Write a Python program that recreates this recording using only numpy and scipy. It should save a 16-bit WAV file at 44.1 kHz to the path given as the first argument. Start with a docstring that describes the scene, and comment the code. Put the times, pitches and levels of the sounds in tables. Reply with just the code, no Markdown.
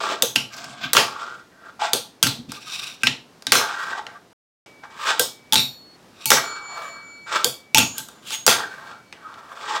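"""Toy skateboard on a glass table

A hand-ridden toy board, close to a small camera in a bedroom: noise through resonances makes wheels roll,
and slide along a stone ledge and a steel rail. Noise bursts make pops and clacks in deck, glass and room;
decaying sines ring the rail, sines of wavering pitch squeak, and shaped noise is the room tone.
The loudest clacks saturate the camera; a cut between two scenes is silent."""
import sys
import numpy as np
from scipy import signal
from scipy.fft import rfft, irfft, next_fast_len
from scipy.io import wavfile
from scipy.ndimage import map_coordinates

SR = 44100
rng = np.random.default_rng(int(sys.argv[2]) if len(sys.argv) > 2 else 0)


def to_wav(s):
    """Save 16-bit WAV."""
    ch = np.atleast_2d(s).T  # columns
    pcm = np.round(np.clip(ch, -1, 1) * 32767)  # PCM
    wavfile.write(sys.argv[1], SR, pcm.astype(np.int16))


N = 432180
T = np.arange(N) / SR
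TAIL = SR * 2 // 5  # samples that a contact lasts
CONTACT_TIME = T[:TAIL]


def amp(db):
    """Decibel law: the amplitude gain of a level in dB."""
    return 10 ** (np.asarray(db) / 20)


def unit(x):
    """Normalisation to unit root-mean-square amplitude."""
    return x / np.sqrt(np.mean(x ** 2) + 1e-20)


def peak(rows):
    """Normalisation of each row to unit peak amplitude."""
    return rows / np.abs(rows).max(axis=1, keepdims=True)


def along(points, hz):
    """Interpolation of (frequency [Hz], value) points on a logarithmic frequency axis."""
    f, value = np.transpose(points)
    return np.interp(np.log(hz + 1), np.log(f + 1), value)


def filtered(x, response):
    """Linear filtering: the spectrum of x times a complex frequency response."""
    m = next_fast_len(x.shape[-1] + 4096, real=True)
    spectrum = rfft(x, m) * response(np.fft.rfftfreq(m, 1 / SR))
    return irfft(spectrum, m)[..., :x.shape[-1]]


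def body(modes):
    """Modal superposition: damped resonators (frequency [Hz], width [Hz], level [dB]), signs alternating."""
    def response(f):
        total = 0
        for k, (centre, width, db) in enumerate(modes):
            resonance = 1j * f * width / (centre * centre - f * f + 1j * f * width)
            total = total + (-1) ** k * amp(db) * resonance
        return total
    return response


def wobble(rate):
    """Slow random modulation: a smooth curve through random knots, rate knots a second."""
    knots = rng.standard_normal(int(N * rate / SR) + 4)
    return map_coordinates(knots, [T * rate])


def strokes(tables, second_db):
    """Level envelopes: a main layer and a second one bound to it by a law; silent between strokes."""
    main, second = np.zeros(N), np.zeros(N)
    for k, (s, db) in enumerate(map(np.transpose, tables)):
        edge = np.clip(np.minimum(T - s[0] + .004, s[-1] - T + .004) / .008, 0, 1)
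        level_db = np.interp(T, s, db)
        main += edge * amp(level_db)
        second += edge * amp(second_db(k, level_db))
    return np.array([main, second])


def grit(flutter, lump_db, grain_db):
    """Roughness excitation: noise modulated by bumps of the wheel and by tiny grains."""
    return rng.standard_normal(N) * amp(lump_db * flutter + grain_db * wobble(900))


# Reverberation of the bedroom: (frequency [Hz], 60 dB decay time [s])
ROOM_DECAY = [(100, 1), (250, 0.63), (1500, 0.24), (4000, 0.3), (10000, 0.25)]


def tails(count):
    """Diffuse reverberation: noise of unit energy, decaying by band, built up as first walls arrive."""
    hz, t, z = signal.stft(rng.standard_normal((count, TAIL)), SR, nperseg=256)
    decay = amp(-60 * t / along(ROOM_DECAY, hz)[:, None])
    tail = signal.istft(z * decay, SR, nperseg=256)[1][:, :TAIL]
    tail = tail * (1 - np.exp(-CONTACT_TIME / 0.014))
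    return tail / np.linalg.norm(tail, axis=1, keepdims=True)


def room_smear(dry):
    """Convolution with the room: the direct sound plus its diffuse reverberation."""
    return amp(-0.5) * dry + amp(-9.0) * signal.fftconvolve(dry, tails(count=1)[0])[:N]


# Pitch around which the moving deck is freest: (time [s], frequency [Hz])
FAVOURED_PITCH = [(.1, 1170), (1.7, 1420), (1.82, 867), (3.65, 1340), (3.93, 1540), (4.02, 980),
                  (5.0, 1050), (5.1, 1490), (6.9, 1254), (8.7, 1500), (9.7, 1063)]
FAVOUR_DB, FAVOUR_OCTAVES = 7.5, 0.18  # height used while rolling; width


def pressed(drive, modes, shift_db, favour_db=0):
    """Variable damping: a shifting grip frees each mode in its own time; the total stays even.

    Modes near the favoured pitch are raised by favour_db."""
    def each_mode(hz):
        return np.array([(-1) ** k * body([mode])(hz) for k, mode in enumerate(modes)])

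    voices = filtered(drive, each_mode)
    pitch = np.interp(T, *np.transpose(FAVOURED_PITCH))
    octaves_off = np.log2(np.transpose(modes)[0, :, None] / pitch)
    shifts_db = shift_db * np.array([wobble(7) for _ in modes])
    grip = amp(shifts_db + favour_db * np.exp(-(octaves_off / FAVOUR_OCTAVES) ** 2 / 2))
    power = np.mean(voices ** 2, axis=1, keepdims=True)
    return np.sum(grip * voices, axis=0) / np.sqrt(np.sum(grip ** 2 * power, axis=0))


# Spectrum of room tone and camera hiss: (frequency [Hz], relative density [dB per Hz])
AIR_SPECTRUM = [(25, -29), (117, -7), (256, -4.5), (1560, -16), (2610, -20.5), (5140, -22.5),
                (16000, -38.5)]
AIR_DB = -53.5


def air():
    """Stationary background noise of fixed spectrum, its level drifting a little."""
    noise = unit(filtered(rng.standard_normal(N), lambda hz: amp(along(AIR_SPECTRUM, hz))))
    return amp(AIR_DB + wobble(5.6)) * noise


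# Tail snaps on the glass: (time [s], crack [dB], weight of the blow [dB],
# brightness [dB per octave], loudest mode [Hz]); the weight feeds deck, table and room
POPS = [(.2228, 4, -7, 5, 3580), (1.933, 1, -7, 4, 3370), (5.1952, 3, -5.5, 6.5, 3360),
        (7.4447, 2.5, -9, 8, 3340)]
# Hard pushes: (start [s], rumble [dB], fastest [s], rumble [dB])
PUSHES = [(.005, -26, 0.14, -26), (1.796, -28.5, 1.865, -22), (4.901, -51, 5.107, -16),
          (7.263, -40.5, 7.36, -17.5), (9.549, -44, 9.765, -23.5)]
# Free rolling, one table a roll: (time [s], rumble [dB])
COASTS = [
    [(1.01, -29), (1.064, -33.5), (1.162, -35), (1.238, -30.5), (1.412, -43.5), (1.46, -83)],
    [(3.59, -24.5), (3.88, -30.5), (3.91, -27.5), (4.002, -33.5), (4.03, -46.5), (4.174, -42.5),
     (4.22, -84)],
    [(6.37, -20), (6.416, -30.5), (6.662, -39.5), (6.816, -32.5), (6.896, -39.5), (7.19, -55.5),
     (7.23, -69)],
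    [(8.52, -19.5), (8.712, -38.5), (8.86, -39.5), (8.914, -34.5), (9.07, -68)],
    [(9.17, -50.5), (9.266, -42), (9.478, -43), (9.532, -37), (9.55, -48)],
    [(4.83, -52), (4.838, -33.5), (4.9, -57)],
    [(1.5, -82), (1.524, -46.5), (1.542, -59.5), (1.692, -39), (1.76, -69)],
]
# Hiss of the wheels, which grows with speed: (level over a rumble of -25 dB [dB], extra [dB per dB of rumble])
PUSH_HISS = (-5.5, 0.11)
COAST_HISS = (-10, 0.3)
# Resonances of the deck: (frequency [Hz], width [Hz], level [dB])
DECK = [(427, 150, -12.5), (688, 58, -6), (857, 59, -2), (1179, 140, -3), (1387, 47, 1), (1574, 61, 0),
        (1919, 63, -8)]
# Resonances of the metal trucks: (frequency [Hz], width [Hz], level [dB])
TRUCKS = [(2340, 500, 5), (3500, 610, 6.5), (5000, 1400, 0), (7900, 1400, -5.5), (10000, 7200, -26)]
LIFT_S, LIFT_DB = 0.039, -16  # the load comes off the wheels as the tail goes down
ROLL_IN_DB = -15  # they roll on lightly into the pop


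def rolling():
    """Roughness-driven resonance: wheel noise rumbles in the deck's low modes and hisses in the metal."""
    pop_times = [pop[0] for pop in POPS] + [N / SR + 1]  # the last push runs on past the end
    pushes = []
    for (s, db, top_s, top_db), pop_s in zip(PUSHES, pop_times):
        lift = (top_s + LIFT_S, top_db + LIFT_DB)
        pushes.append([(s, db), (top_s, top_db), lift, (pop_s, top_db + ROLL_IN_DB)])

    def hiss_law(over_db, grows):
        return lambda k, db: db + over_db + grows * (db + 25)

    rumble, hiss = strokes(pushes, hiss_law(*PUSH_HISS)) + strokes(COASTS, hiss_law(*COAST_HISS))
    flutter = wobble(55)
    drive = grit(flutter, lump_db=1.5, grain_db=3.5)
    deck = rumble * pressed(drive, DECK, shift_db=3.5, favour_db=FAVOUR_DB)
    metal = hiss * unit(filtered(grit(flutter, lump_db=2.0, grain_db=2.0), body(TRUCKS)))
    return deck + metal


# Blows on each surface: (time [s], crack [dB], weight of the blow [dB],
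# brightness [dB per octave], loudest mode [Hz])
ON_LEDGE = [(0.3598, 3, -7.5, -2, 2860), (2.228, 6, -3, 4.5, 2900), (2.2683, -4, -10, -5, 3950),
            (3.034, -3, -8, -4.5, 2570), (3.0697, 4.5, -8.5, -11, 2830), (3.4682, -7, -16, -4.5, 3740)]
ON_RAIL = [(5.5242, 0.5, -7, 3.5, 3460), (5.5566, 1.5, -2, 0.5, 3830), (6.2571, -2, -12, 12, 2700),
           (7.7466, 6.5, -2, 0, 2550), (7.7733, 0, 1.5, -2, 2630), (7.9814, -9.5, -20.5, 7.5, 3200)]
ON_GLASS = [(.9324, 3, -8, 7, 3730), (.95, -11.5, -1.5, -2.5, 3075), (.9678, 5.5, 3.5, -2, 1720),
            (3.5203, 7.5, 1.5, 2, 2180), (3.5534, -1, -0.5, 2, 2200), (4.52, -4, -7, -2.5, 2000),
            (6.304, 9, -2, 5.5, 1600), (6.3165, 1, 3, -1, 1750), (8.465, 5, -4.5, 5, 5100),
            (8.4775, 3.5, 4, 2, 1904)]
# Small taps of wheels and deck while the board moves:
# (time [s], crack [dB], brightness [dB per octave], loudest mode [Hz])
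TICKS = [(2.519, -17, 1.5, 5000), (4.067, -19.5, -14, 2040), (4.836, -35, -17, 1870), (8.086, -24, 6, 3450),
         (9.1264, -23, -11, 1900), (9.3415, -33, -10, 2010), (9.611, -30, -8.5, 2450)]
# Single grains catching under the sliding board: (time [s], crack [dB])
SCRATCHES = [(0.567, -27.5), (0.6424, -24.5), (2.68, -29), (2.7227, -27.5), (2.82, -27), (3.423, -28),
             (8.3057, -18.5)]
# Chatter of the trucks around a blow: (time [s], crack [dB])
REBOUNDS = [(0.3565, -14), (1.938, -10.5), (2.2360, -2), (2.2728, -10), (3.531, -5), (5.533, 2),
            (5.5422, -1.5), (5.561, -7.5), (7.782, 6.5), (7.7907, -2.5), (8.493, -7.5)]
# What each kind of contact wakes, over its weight: (deck knock [dB], table thud [dB], glass note [dB])
WAKES = dict(pop=(-10.5, -25, -9.5), ledge=(-10, -17.5, -31), rail=(-16, -20.5, -30),
         glass=(-5, -29.5, -18.5), tick=(3, -21, -14.5), rebound=(1.4, -13, -20.5))
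SCRATCH_COLOUR = 1, 5000  # brightness in dB per octave, loudest mode in Hz
REBOUND_COLOUR = 6.5, 3300
TICK_WEIGHT_DB, REBOUND_WEIGHT_DB = -12.5, -19  # over the crack; scratches weigh as ticks do


def contacts():
    """Impact parameters: every contact as a row of strength, colour and coupling; returns the columns."""
    light = TICKS + [(*row, *SCRATCH_COLOUR) for row in SCRATCHES]
    ticks = [(s, db, db + TICK_WEIGHT_DB, *colour) for s, db, *colour in light]
    rebounds = [(s, db, db + REBOUND_WEIGHT_DB, *REBOUND_COLOUR) for s, db in REBOUNDS]
    # pops, then ledge blows, come first: the sharp deck modes rely on it
    kinds = dict(pop=POPS, ledge=ON_LEDGE, rail=ON_RAIL, glass=ON_GLASS, tick=ticks, rebound=rebounds)
    rows = [(*row, *WAKES[kind]) for kind, table in kinds.items() for row in table]
    return np.transpose(rows)[:, :, None]


# Spectrum of a crack: (frequency [Hz], relative density [dB per Hz])
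CRACK = [(300, -58), (1500, -12), (2300, -3), (3800, -2.5), (6150, -4.5), (11400, -15.5), (16000, -22)]
# Resonances of the table on its supports: (frequency [Hz], width [Hz], level [dB])
TABLE = [(93, 62, -9.5), (132, 22, 2.5), (233.3, 50, 2.5), (288, 85, -2.5)]
# Resonance of the glass pane: (frequency [Hz], width [Hz], level [dB])
GLASS = [(486, 64, 3.5)]
# The deck's least damped modes: (frequency [Hz], width [Hz], level [dB])
SHARP = [(1567, 26, 2), (5126, 140, -10.5)]
# Their peak over the weight of each pop, then of each blow on the ledge: (level [dB])
SHARP_DB = [-22.5, -17, -5, -5.5, -7, -9.5, -8.5, -2, -11, 0]
MODE_DB, MODE_OCTAVES = 7.5, 0.13  # height and width of the loudest mode
UNDER_MODE_DB, RIPPLE_DB = -5, 2  # loss an octave below it; scatter of the other modes
ANSWER_DB, WOODY_ANSWER_DB = 21.5, 8.5  # room over the weight; the deck's share in it over the knock
BUZZ_DB, BUZZ_T60_S = -9, 0.049  # the board buzzes on after the crack


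def clacks():
    """Impulse excitation: each contact is a crack, deck knock, room answer, table thud and glass note."""
    s, crack_db, weight_db, tilt_db, mode_hz, knock_db, thud_db, glass_db = contacts()
    t, count = CONTACT_TIME, len(s)
    noise = rng.standard_normal((count, 4, TAIL))
    # every contact point wakes its own mix of the board's dense high modes
    scatter = RIPPLE_DB * rng.standard_normal((count, 60))

    def dying(x, rise_s, t60_s):
        return x * (1 - np.exp(-t / rise_s)) * amp(-60 * t / t60_s)

    def ripple_db(hz):
        return np.array([np.interp(hz, np.linspace(0, SR / 2, len(k)), k) for k in scatter])

    def bright(hz):
        octaves = np.log2((hz + 1) / mode_hz)
        loudest_db = MODE_DB * np.exp(-(octaves / MODE_OCTAVES) ** 2 / 2)
        below_db = UNDER_MODE_DB * np.clip(-octaves, 0, 1)
        slope_db = tilt_db * np.log2((hz + 1500) / 5500)
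        return amp(loudest_db + below_db + along(CRACK, hz) + slope_db + ripple_db(hz))

    def uneven(hz):
        return bright(hz) * amp(ripple_db(hz))

    def answer(hz):
        return uneven(hz) + amp(WOODY_ANSWER_DB) * amp(knock_db) * body(DECK)(hz)

    burst = dying(noise[:, 0], 0.00031, 0.0057)
    crack = peak(filtered(burst, bright))
    knock = peak(filtered(burst, body(DECK)))
    far = filtered(tails(count), answer) * np.clip(t / 0.0013, 0, 1)
    # the pane keeps rocking on its supports, so its low modes are fed for a while
    thud = peak(filtered(dying(noise[:, 1], 0.00084, 0.32), body(TABLE)))
    note = peak(filtered(dying(noise[:, 2], 0.0043, 0.16), body(GLASS)))
    buzz = peak(filtered(dying(noise[:, 3], 0.00029, BUZZ_T60_S), uneven))

    near = amp(crack_db) * (crack + amp(BUZZ_DB) * buzz)
    woken = amp(knock_db) * knock + amp(ANSWER_DB) * far + amp(thud_db) * thud + amp(glass_db) * note
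    sound = near + amp(weight_db) * woken
    free = slice(len(SHARP_DB))  # the pops and the ledge blows
    sound[free] += amp(weight_db[free] + np.c_[SHARP_DB]) * peak(filtered(burst[free], body(SHARP)))

    out = np.zeros(N + SR)
    for start, row in zip(s[:, 0], sound):
        out[round(start * SR):][:TAIL] += row
    return out[:N]


# Riding or sliding on ledge or rail, one table a slide: (time [s], scrape [dB])
SLIDES = [
    [(0.5, -57), (0.54, -40.5), (0.794, -43), (0.845, -25.5), (0.925, -52.5)],
    [(2.49, -44), (2.53, -39), (2.616, -45.5), (2.734, -30), (2.892, -34.5), (3.002, -57.5), (3.025, -37.5)],
    [(6.12, -67.5), (6.17, -52.5), (6.218, -39.5), (6.25, -37)],
    [(7.93, -54), (7.996, -36), (8.042, -69), (8.2, -57)],
    [(8.22, -53), (8.342, -19.5), (8.372, -42), (8.45, -67.5)],
]
# Deck hum of each slide at a scrape of -35 dB: (level [dB])
HUM_DB = [-37.5, -48, -47.5, -41, -48.5]
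# Resonances of the underside in a flat slide: (frequency [Hz], width [Hz], level [dB])
UNDERSIDE = [(2550, 300, 2), (3720, 270, 5), (5050, 2100, -6), (5860, 350, -0.5), (7300, 560, -15),
             (10400, 5100, -31)]
# Resonances of the deck rubbing the rail: (frequency [Hz], width [Hz], level [dB])
BAR = [(3080, 670, 0), (5000, 1700, -7), (7000, 2400, -8)]
HUM_GROWS = 0.6  # dB per dB: the hum swings less than the scrape


def sliding():
    """Friction excitation: rubbing grains drive the deck's low modes and the high modes of the contact."""
    scrape, hum = strokes(SLIDES, lambda k, db: HUM_DB[k] + HUM_GROWS * (db + 35))
    # the first slide rides on wheels, the first two are on the ledge, the second and third are flat
    on_wheels, on_stone, flat = (T < slide[0][0] for slide in SLIDES[1:4])
    flutter = wobble(55)
    drive = grit(flutter, lump_db=1.5, grain_db=3.5)
    deck = hum * pressed(drive, DECK[1::2], shift_db=2.0)  # an edge under the deck leaves fewer modes free

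    rub = grit(flutter, lump_db=3.0, grain_db=2.5)
    wheel_rub = pressed(rub, TRUCKS, shift_db=4.2)
    flat_rub = pressed(rub, UNDERSIDE, shift_db=1.0)
    rail_rub = pressed(rub, BAR, shift_db=0.5)
    edge = scrape * np.select([on_wheels, flat], [wheel_rub, flat_rub], rail_rub)

    rocking = rng.standard_normal(N) * amp(6.1 * wobble(16))  # the ledge rocks on the glass
    pane = amp(-9.5) * hum * on_stone * unit(filtered(rocking, body(TABLE)))
    return deck + edge + pane


# Low bumps of the ledge rocking on the pane: (time [s], level [dB])
BUMPS = [(.845, -36.5), (2.384, -32.5), (2.477, -31.5)]
BUMP_T60_S = 0.25


def bumps():
    """Low-frequency modal excitation: soft, decaying pushes into the table's resonances."""
    push = np.zeros(N)
    for s, db in BUMPS:
        decay = amp(db - 60 * np.clip(T - s, 0, 1) / BUMP_T60_S)
        push += decay * np.clip((T - s) / 0.016, 0, 1)
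    return push * unit(filtered(rng.standard_normal(N), body(TABLE)))


# Short squeaks of wheel or deck: (time [s], length [s], pitch [Hz], level [dB])
SQUEAKS = [(2.563, 0.034, 1200, -39), (2.66, 0.035, 1240, -38), (4.146, 0.04, 1170, -39),
           (9.244, 0.039, 1270, -32)]
SQUEAK_WAVER = 0.012  # share of the pitch


def squeaks():
    """Stick-slip oscillation: a tone of wavering pitch under a soft swell."""
    wavering_time = np.cumsum(1 + SQUEAK_WAVER * wobble(120)) / SR
    out = np.zeros(N)
    for s, length, hz, db in SQUEAKS:
        swell = np.sin(np.pi * np.clip((T - s) / length, 0, 1))
        out += amp(db) * swell * np.sin(2 * np.pi * hz * wavering_time)
    return out


# Modes of the bar, in families that a blow wakes together:
# (frequency [Hz], level [dB], 60 dB decay time [s])
RAIL_MODES = dict(a=[(2284.8, 0, 8)], b=[(4361.8, 0, 3.2), (4357.2, -4.4, 3.2)], c=[(7062.1, 0, 3)],
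              d=[(7057.1, -4.4, 3), (10530, -9, .6)], foot=[(877, 0, .2)], top=[(14090, 0, .36)],
              pinned=[(4361.8, 0, 1.8), (7062.1, 4, .5)], held=[(6590, 0, .5), (9035, -10, .25),
               (12580, -19, .4), (15120, -15, .3)])
# Rings of the rail until something damps it: (start [s], damped [s], level of each sounding family [dB])
RINGS = [(4.649, 5.195, dict(a=-51.5)), (5.2, 5.53, dict(a=-53.5)),
         (5.527, 5.952, dict(pinned=-36.5, foot=-16.5)), (5.594, 5.952, dict(top=-28)),
         (6.257, 6.307, dict(a=-34.5, b=-34, c=-40.5, foot=-28)),
         (6.305, 7.444, dict(a=-35.5, b=-37, c=-39, d=-35.5, foot=-18, top=-39)),
         (7.452, 7.744, dict(a=-52)), (7.753, 7.772, dict(foot=-10.5, held=-19)),
         (7.799, 7.987, dict(c=-37, foot=-20, held=-22)), (7.986, 8.215, dict(foot=-37.5, c=-57)),
         (8.324, 8.454, dict(foot=-34, held=-27)), (8.478, 9.801, dict(a=-54.5, b=-54.5))]


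def rail():
    """Free bending vibration of a bar: decaying sines, where weaker near twins beat slowly."""
    out = np.zeros(N)
    for s, stop, families_db in RINGS:
        t = T[:round((min(stop + .02, N / SR) - s) * SR) - 1]
        gate = (1 - np.exp(-t / .003)) * np.clip((stop - s + .02 - t) / .02, 0, 1)
        for family, family_db in families_db.items():
            for hz, db, t60 in RAIL_MODES[family]:
                decay = amp(db + family_db - 60 * t / t60)
                out[round(s * SR):][:len(t)] += decay * gate * np.sin(2 * np.pi * hz * t)
    return out


def scene():
    """Linear superposition of all sources at one microphone."""
    friction = room_smear(rolling() + sliding())
    return (air() + friction + clacks() + bumps() + squeaks() + rail())[None]


# The silent cut between two scenes: (from [s], to [s])
CUT = (4.331, 4.661)
TOP_HZ = 16200  # middle of the fade at the top of the band


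def record(dry):
    """Saturation and band limiting: peaks flatten near full scale, the cut is silent, the top is removed."""
    clipped = dry / (1 + np.abs(dry / .98) ** 8) ** (1 / 8)
    live = (T < CUT[0]) | (T > CUT[1])
    return filtered(clipped * live, lambda hz: np.clip((TOP_HZ + 300 - hz) / 600, 0, 1) ** 2)


dry = scene()
out = record(dry)
to_wav(out)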